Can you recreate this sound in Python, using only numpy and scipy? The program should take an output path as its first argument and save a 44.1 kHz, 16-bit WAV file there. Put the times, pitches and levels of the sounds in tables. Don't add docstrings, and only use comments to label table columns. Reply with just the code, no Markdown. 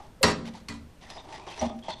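import sys
import numpy as np
from scipy import signal
from scipy.fft import rfft, irfft
from scipy.io import wavfile
from scipy.ndimage import uniform_filter1d

SR = 44100
rng = np.random.default_rng(int(sys.argv[2]) if len(sys.argv) > 2 else 0)


def gain_from_decibels(decibels):
    exponent = np.asarray(decibels, float) / 20
    return 10 ** exponent


def inscribe(sig):
    pcm = np.round(np.clip(np.atleast_2d(sig).T, -1, 1) * 32767)
    wavfile.write(sys.argv[1], SR, pcm.astype(np.int16))


N = 88200
LONGEST_RING_S = 0.33


def evened(x):
    return x / np.sqrt(np.mean(x ** 2) + 1e-20)


def read(points, hz):
    f, value = np.transpose(points)
    return np.interp(np.log(hz + 1), np.log(f + 1), value)


def add(mix, s, sound):
    part = mix[max(round(s * SR), 0):][:len(sound)]
    part += sound[:len(part)]


def colour(x, points):
    hz = np.fft.rfftfreq(len(x), 1 / SR)
    return irfft(rfft(x) * gain_from_decibels(read(points, hz)), len(x))


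def resonate(x, hz, width_hz):
    r = np.exp(-np.pi * width_hz / SR)
    return signal.lfilter([1 - r, 0, r - 1], [1, -2 * r * np.cos(2 * np.pi * hz / SR), r * r], x)


def modes(hz, db, t60, size):
    t = np.arange(size) / SR
    phase = rng.random((len(hz), 1))
    decay = gain_from_decibels(db[:, None] - 60 * t / t60[:, None])
    return decay * np.sin(2 * np.pi * (hz[:, None] * t + phase))


def pushed(ring, push_s):
    t = np.arange(len(ring)) / SR
    ring = ring * (1 - np.exp(-(t / max(push_s, 1e-4)) ** 2))
    return ring / np.sqrt(np.mean(ring[:SR // 20] ** 2))


def rattled(ring, rattle_s, rattle_db):
    t = np.arange(4096) / SR
    chatter = rng.standard_normal(len(t)) * np.exp(-t / rattle_s)
    force = gain_from_decibels(rattle_db) * chatter * (rng.random(len(t)) < 0.01)
    force[0] = 1
    return signal.fftconvolve(ring, force)


# frequency in Hz, level in dB.
HUM = [(20, 3.5), (200, -5), (450, -14), (1000, -19.5), (3000, -27.5), (8500, -35.5), (10000, -38),
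       (14500, -41)]


def hum():
    t = np.arange(N) / SR
    air = evened(colour(rng.standard_normal(N), HUM))
    whine = np.sin(2 * np.pi * 8800 * t) + 0.5 * np.sin(2 * np.pi * 11720 * t)
    return gain_from_decibels(-52) * air + gain_from_decibels(-80) * whine


def pressure(s, length, start_db, end_db, release_s):
    u = np.arange(N) / SR - s
    onset = np.clip(u / 0.008, 0, 1)
    release = np.clip((length - u) / release_s + 0.5, 0, 1) ** 2
    return onset * release * gain_from_decibels(start_db + (end_db - start_db) * np.clip(u / length, 0, 1))


def stick_slip():
    slips_per_s, spread_db, judder_db = 8000, 1.5, 1
    clicks = (rng.random(N) < slips_per_s / SR) * rng.standard_normal(N)
    clicks = clicks * gain_from_decibels(spread_db * rng.exponential(1, N).clip(0, 4))
    judder = uniform_filter1d(uniform_filter1d(rng.standard_normal(N), 300), 300)
    return evened(clicks) * gain_from_decibels(judder_db * evened(judder))


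def bank(x, table):
    out = np.zeros(N)
    for k, (hz, width_hz, db) in enumerate(table):
        out += (-1) ** k * gain_from_decibels(db) * resonate(x, hz, width_hz)
    return out


# start in seconds, length in seconds, drone level in dB, grit level in dB.
STROKES = [(-.01, 0.091, -51.5, -64), (.212, 0.032, -45, -60), (0.451, 0.047, -46.5, -48.5),
           (0.531, 0.058, -53.5, -57.5), (1.005, 0.12, -53.5, -58.5), (1.094, 0.064, -50, -55),
           (1.16, 0.066, -47, -57), (1.232, 0.13, -50.5, -63.5), (1.282, 0.038, -48.5, -58),
           (1.379, 0.099, -48, -61.5), (1.464, 0.042, -40.5, -51.5), (1.498, 0.08, -47.5, -50),
           (1.61, 0.066, -34.5, -44), (1.787, 0.013, -57, -51), (1.83, 0.081, -50.5, -57.5),
           (1.881, 0.042, -46.5, -48)]
# start in seconds, length in seconds, drone level in dB, grit level in dB.
CATCHES = [
    (1.145, 0.031, -46, -57),
    (1.316, 0.05, -46.5, -52.5),
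    (1.362, 0.023, -45.5, -53),
    (1.569, 0.0467, -39, -46),
    (1.898, 0.0456, -59, -52.5),
    (1.673, 0.03, -41.5, -57.5),
    (1.977, 0.059, -65, -57),
]
# frequency in Hz, bandwidth in Hz, level in dB.
DRONE = [(347, 91, -8.5), (640, 62, -3.5), (765, 88, -4.5), (887.6, 93, -1), (960, 126, -4),
         (1172, 160, -10.5)]
# frequency in Hz, bandwidth in Hz, level in dB.
STEEL = [(1950, 340, 6), (2530, 33, 4.5), (3280, 1400, -8), (4450, 930, 14), (6110, 110, 5)]
# frequency in Hz, level in dB.
GRIT = [(700, -12), (1300, 4), (3540, 6.5), (6000, -1.5), (8800, -15), (10800, -12), (11300, -39)]


def scrape():
    slips, low, high = stick_slip(), np.zeros(N), np.zeros(N)
    drags = [(row, (0, -5, 0.022)) for row in STROKES] + [(row, (-8, 0, 0.005)) for row in CATCHES]
    for (s, length, drone_db, grit_db), shape in drags:
        force = slips * pressure(s, length, *shape)
        low += gain_from_decibels(drone_db) * force
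        high += gain_from_decibels(grit_db) * force
    drone = bank(low, DRONE) / np.std(bank(slips, DRONE))
    steel = bank(high, STEEL) / np.std(bank(slips, STEEL))
    wide = colour(high, GRIT) / np.std(colour(slips, GRIT))
    return drone + 1.28 * steel + gain_from_decibels(2.5) * wide


# start in seconds, level in dB, contact time in seconds, share of free ring from 0 to 1.
THUDS = [
    (.001, -52.5, 0.0066, 0.32),
    (1.614, -31.5, 0.012, 0.8),
    (1.655, -57, 0.0071, 0.4),
    (1.7, -46.5, 0.023, 1),
    (1.883, -39.5, 0.0018, 0.4),
]
# frequency in Hz, level in dB, T60 in seconds.
PANEL = [(220, -12, 0.087), (343, 1.5, 0.16), (523.7, -8.5, 0.38), (610, 1.5, 0.11), (633, -8.5, 0.9),
         (648, -9.5, 0.6), (832, -7.5, 0.37), (783, -0.5, 0.19), (960, -14, .15), (1077, -13, 0.45),
         (1174, -10, 0.089), (1241, -10.5, 0.13)]


def thuds():
    out = np.zeros(N)
    hz, db, t60 = np.transpose(PANEL)
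    for s, panel_db, contact_s, share in THUDS:
        mode_db = db - 14 * (1 - share) * np.log2(900 / hz)
        mode_t60 = np.minimum(t60, LONGEST_RING_S) * np.clip(share, 0.1, 1)
        body = modes(hz, mode_db, mode_t60, 16000).sum(0)
        add(out, s, gain_from_decibels(panel_db) * pushed(rattled(body, contact_s, -1.1), 0.00026))
    return out


# start in seconds, frequency in Hz, level in dB, T60 in seconds, held time in seconds.
TONES = [(.234, 172, -24.5, 0.42, 0), (.24, 445, -27.5, 0.098, 0.024), (.236, 5600, -32, 0.18, 0.022),
         (.236, 4000, -31, 0.24, 0), (0.21, 530, -30.5, 0.14, 0.039), (.378, 231, -38.5, 0.14, .13),
         (0.34, 190, -47.5, 0.65, 0.12), (.7, 227, -44.5, 0.4, .03), (.69, 177, -54, .6, 0.042),
         (0.704, 76, -48.5, 0.43, .12), (.69, 2100, -53, 0.18, 0), (.684, 2400, -44.5, 0.13, 0),
         (.7, 2439, -52.5, 0.22, 0.014), (1.618, 237, -27.5, 0.078, 0.053),
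         (1.612, 540, -35.5, 0.084, 0.025), (1.612, 690, -42, 0.13, 0.088), (1.7, 237, -39, .06, 0.018),
         (1.742, 232, -35, 0.1, .04), (1.6, 77, -43, 0.19, 0.053), (1.883, 180, -32.5, 0.072, 0),
         (1.884, 618, -38, 0.075, 0.022)]


def tones():
    out, t = np.zeros(N), np.arange(16000) / SR
    rise_s, wobble_db = 0.0045, 3
    noises = rng.standard_normal((len(TONES), len(t)))
    for (s, hz, db, t60, held_s), noise in zip(TONES, noises):
        wobble = evened(uniform_filter1d(uniform_filter1d(noise, size=500), size=500))
        depth_db = wobble_db * np.log2(hz / 120).clip(0, 2) / 2
        level_db = db + depth_db * wobble - 60 * np.maximum(t - held_s, 0) / t60
        sine = np.sin(2 * np.pi * hz * t + 3 * noise[0])
        add(out, s, gain_from_decibels(level_db) * (1 - np.exp(-t / rise_s)) * sine)
    return out


# start in seconds, crack level in dB, sheet level in dB, tilt in dB per octave.
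KNOCKS = [
    (.2295, -14.5, -21, -0.88),
    (.551, -48.5, -56, 0.5),
    (.684, -32.5, -45, 1),
    (1.101, -48, -60.5, -2),
]
# frequency in Hz, level in dB, T60 in seconds.
RING = [(366, -21, 0.14), (427, -3, 0.23), (504, -2.5, 0.16), (567.5, -7, 0.24), (629.4, -8.5, 0.66),
        (793, -11, 0.26), (939, -5, 0.21), (1058, -6, 0.2), (1275, -8, 0.4), (1452, -18, 0.48),
        (1984, -4.5, 0.18), (4370, -16, 0.26)]
# frequency in Hz, level in dB.
SHEET = [(200, -17), (500, -13.5), (1000, -8), (3300, -19), (4350, -14.5), (5500, -17.5), (8800, -27.5),
         (11500, -36.5)]
# frequency in Hz, T60 in seconds.
SHEET_T60 = [(250, 0.5), (1000, 0.19), (3000, 0.17), (6000, 0.11), (12000, 0.054)]
# frequency in Hz, level in dB.
CRACK = [(180, -29), (300, -16.5), (2680, -2), (3250, -10.5), (4280, -2), (12500, -21.5), (14400, -28)]


def knocks():
    out, size, t = np.zeros(N), 24000, np.arange(2048) / SR
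    hz = np.sort(200 + 11500 * rng.random(440) ** 2.4)
    dense_db = read(SHEET, hz) + 4.4 * np.log(hz / 3000) + 0.75 * rng.standard_normal(len(hz))
    dense = modes(hz, dense_db, read(SHEET_T60, hz), size)
    ring_hz, ring_db, ring_t60 = np.transpose(RING)
    ring = modes(ring_hz, ring_db, np.minimum(ring_t60, LONGEST_RING_S), size)
    all_hz = np.r_[hz, ring_hz]
    spot = rng.standard_normal((len(KNOCKS), len(all_hz)))
    spot[0] = 0
    for (s, crack_db, sheet_db, tilt_db), spot_db in zip(KNOCKS, 2 * spot):
        drive = gain_from_decibels(tilt_db * np.log2(all_hz / 1500) + spot_db)
        sheet = evened(drive[:len(hz)] @ dense) + gain_from_decibels(-5) * evened(drive[len(hz):] @ ring)
        add(out, s, gain_from_decibels(sheet_db) * pushed(rattled(sheet, 0.042, -4), 0.0068))
        crack = evened(colour(rng.standard_normal(len(t)), CRACK))
        add(out, s, gain_from_decibels(crack_db) * crack * np.minimum(t / 0.0021, 1) * np.exp(-t / 0.0083))
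    return out


# start in seconds, level in dB, decay in seconds, tilt in dB per octave.
TICKS = [(0.2296, -14.5, .002, 7), (0.4497, -45, 0.0064, -8), (1.1014, -37, 0.0038, -0.5),
         (1.278, -46.5, .006, -12), (1.2882, -52, .004, -8), (1.3241, -44, 0.0059, -4),
         (1.3969, -45, 0.0025, -4), (1.4695, -48, .006, -12), (1.5137, -49, .003, -7),
         (1.615, -38, 0.0034, 1), (1.884, -48, .003, -4)]


def ticks():
    out, t = np.zeros(N), np.arange(1024) / SR
    noises = rng.standard_normal((len(TICKS), len(t)))
    for (s, db, decay_s, tilt_db), noise in zip(TICKS, noises):
        tilt = [(300, -3 * tilt_db), (14000, 2.5 * tilt_db)]
        snap = evened(colour(colour(noise, CRACK), tilt))
        add(out, s, gain_from_decibels(db) * snap * np.minimum(t / 0.00031, 1) * np.exp(-t / decay_s))
    return out


# start in seconds, frequency in Hz, level in dB, T60 in seconds.
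NOTES = [(.2297, 2670, -18, 0.033), (.2297, 4344, -15.5, 0.081), (.232, 7510, -20, 0.036),
         (.236, 1905, -21, 0.11), (.55, 894, -27, 0.027), (.684, 1090, -28, 0.036),
         (.683, 2200, -33, 0.029), (.684, 4370, -32.5, 0.026), (.7, 1983, -40, 0.13),
         (1.597, 960, -24, 0.016), (1.884, 903, -26.5, 0.12), (1.884, 632, -34, 0.037)]


def notes():
    out, size = np.zeros(N), 8192
    rise = np.minimum(np.arange(size) / SR / 0.0025, 1)
    for s, hz, db, t60 in NOTES:
        near_hz = hz * np.array([0.965, 1, 1.03])
        near_db = db + np.array([-6.0, 0, -6])
        add(out, s, modes(near_hz, near_db, t60 * np.ones(3), size).sum(0) * rise)
    return out


# frequency in Hz, level in dB, T60 in seconds.
BOOM = [
    [(74.2, -2, 1), (80.1, 0.5, 0.56), (97, 4.5, 0.27)],
    [(128, -15, 0.71), (139.4, -12, 0.94), (156.8, -10.5, 0.45), (176.3, -2.5, 0.3), (183.4, -14, 0.52)],
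    [(225.8, 9.5, 0.48), (240.3, -3.5, 3.3), (264.6, -2.5, 1.4), (281, 5, 0.47), (290, -5, 0.16)],
]
# start in seconds, deep level in dB,
# middle level in dB, upper level in dB, free time in seconds.
BOOMS = [
    (0.233, -38.5, -39.5, -38, 0.16),
    (0.376, -56.5, -48, -48.5, 0.17),
    (.686, -46.5, -53.5, -48, 0.18),
    (1.614, -45.5, -51, -53, 0.14),
]


def booms():
    out, size = np.zeros(N), 16000
    push_s, catch_s = 0.0069, 0.022
    t = np.arange(size) / SR
    deep, middle, upper = [evened(modes(*np.transpose(group), size).sum(0)) for group in BOOM]
    for s, deep_db, middle_db, upper_db, free_s in BOOMS:
        body = gain_from_decibels(deep_db) * deep + gain_from_decibels(middle_db) * middle + gain_from_decibels(upper_db) * upper
        body = 0.73 * rattled(body, 0.032, -13.5)[:size]
        swell = 1 - np.exp(-(t / push_s) ** 2)
        damping = np.exp(-(np.maximum(t - free_s, 0) / catch_s) ** 2)
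        add(out, s, body * swell * damping)
    return out


# start in seconds, length in seconds, frequency in Hz, level in dB.
SQUEALS = [(1.106, 0.02, 3580, -48.5), (1.108, 0.037, 1890, -61), (1.173, 0.036, 3620, -50.5),
           (1.301, 0.064, 870, -45), (1.51, 0.039, 2650, -51.5), (1.591, 0.0168, 5810, -38.5),
           (1.66, 0.065, 3440, -56), (1.822, 0.089, 3280, -53.5), (1.887, 0.059, 3510, -45),
           (1.89, 0.052, 4270, -46.5), (1.883, 0.0555, 928, -40), (1.962, 0.063, 3540, -55),
           (1.966, 0.027, 980, -55.5), (.703, 0.025, 4450, -52), (1.022, .065, 1950, -58.5),
           (1.095, 0.094, 5000, -57), (1.144, .025, 5780, -61), (1.333, 0.038, 4880, -56),
           (1.338, 0.034, 1940, -53.5), (1.353, 0.019, 3520, -57), (1.404, 0.098, 2470, -59),
           (1.474, 0.028, 3280, -51), (1.51, 0.024, 3150, -53.5), (1.614, 0.062, 3430, -57),
           (1.165, 0.022, 704, -51)]


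def squeals():
    out = np.zeros(N)
    for s, length, hz, db in SQUEALS:
        width_hz = min(hz / 14.2, 230)
        song = resonate(resonate(rng.standard_normal(N), hz, width_hz), hz, 2 * width_hz)
        out += gain_from_decibels(db) * pressure(s, length, -1.6, 0, 0.005) * evened(song)
    return out


# frequency in Hz, T60 in seconds.
GARAGE = [(100, 1), (500, 0.62), (2000, 0.5), (8000, 0.39)]


def garage(x):
    taps = rng.standard_normal(SR) * (np.arange(SR) > 300)
    hz, t, z = signal.stft(taps, SR, nperseg=256)
    decay = gain_from_decibels(-60 * t / read(GARAGE, hz)[:, None])
    tail = signal.istft(z * decay, SR, nperseg=256)[1]
    return signal.fftconvolve(x, tail / np.linalg.norm(tail))[:N]


def scene():
    hits = knocks() + notes() + booms() + thuds() + tones() + ticks()
    rub = scrape() + squeals()
    mono = hits + rub + garage(gain_from_decibels(-15) * hits + gain_from_decibels(-12.5) * rub) + hum()
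    return np.array([mono, mono])


def top_cut(x):
    return signal.sosfilt(signal.butter(12, 14600, fs=SR, output="sos"), x)


# start in seconds, length in seconds.
SPLITS = [
    (0.205, 0.026),
    (0.446, 0.023),
    (0.674, 0.034),
    (1.08, 0.064),
    (1.273, 0.029),
    (1.487, 0.032),
    (1.596, 0.024),
    (1.854, 0.03),
]


def record(dry):
    mask_hz, mask_db, side_db = 8900, -44, -24
    hz, _, z = signal.stft(dry[0], SR, nperseg=2048)
    power = abs(z) ** 2
    masker = power[hz > mask_hz / 10].sum(0)
    audible = uniform_filter1d(power, size=5, axis=0) > gain_from_decibels(2 * mask_db) * masker
    keep = audible | (hz[:, None] < mask_hz)
    mono = signal.istft(z * keep, SR, nperseg=2048)[1][:N]
    t = np.arange(N) / SR
    split = sum((t > s) & (t < s + length) for s, length in SPLITS)
    trace = np.roll(mono, 40) * gain_from_decibels(side_db) * split
    return top_cut(np.array([mono + trace, mono - trace]))


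dry = scene()
out = record(dry)
inscribe(out)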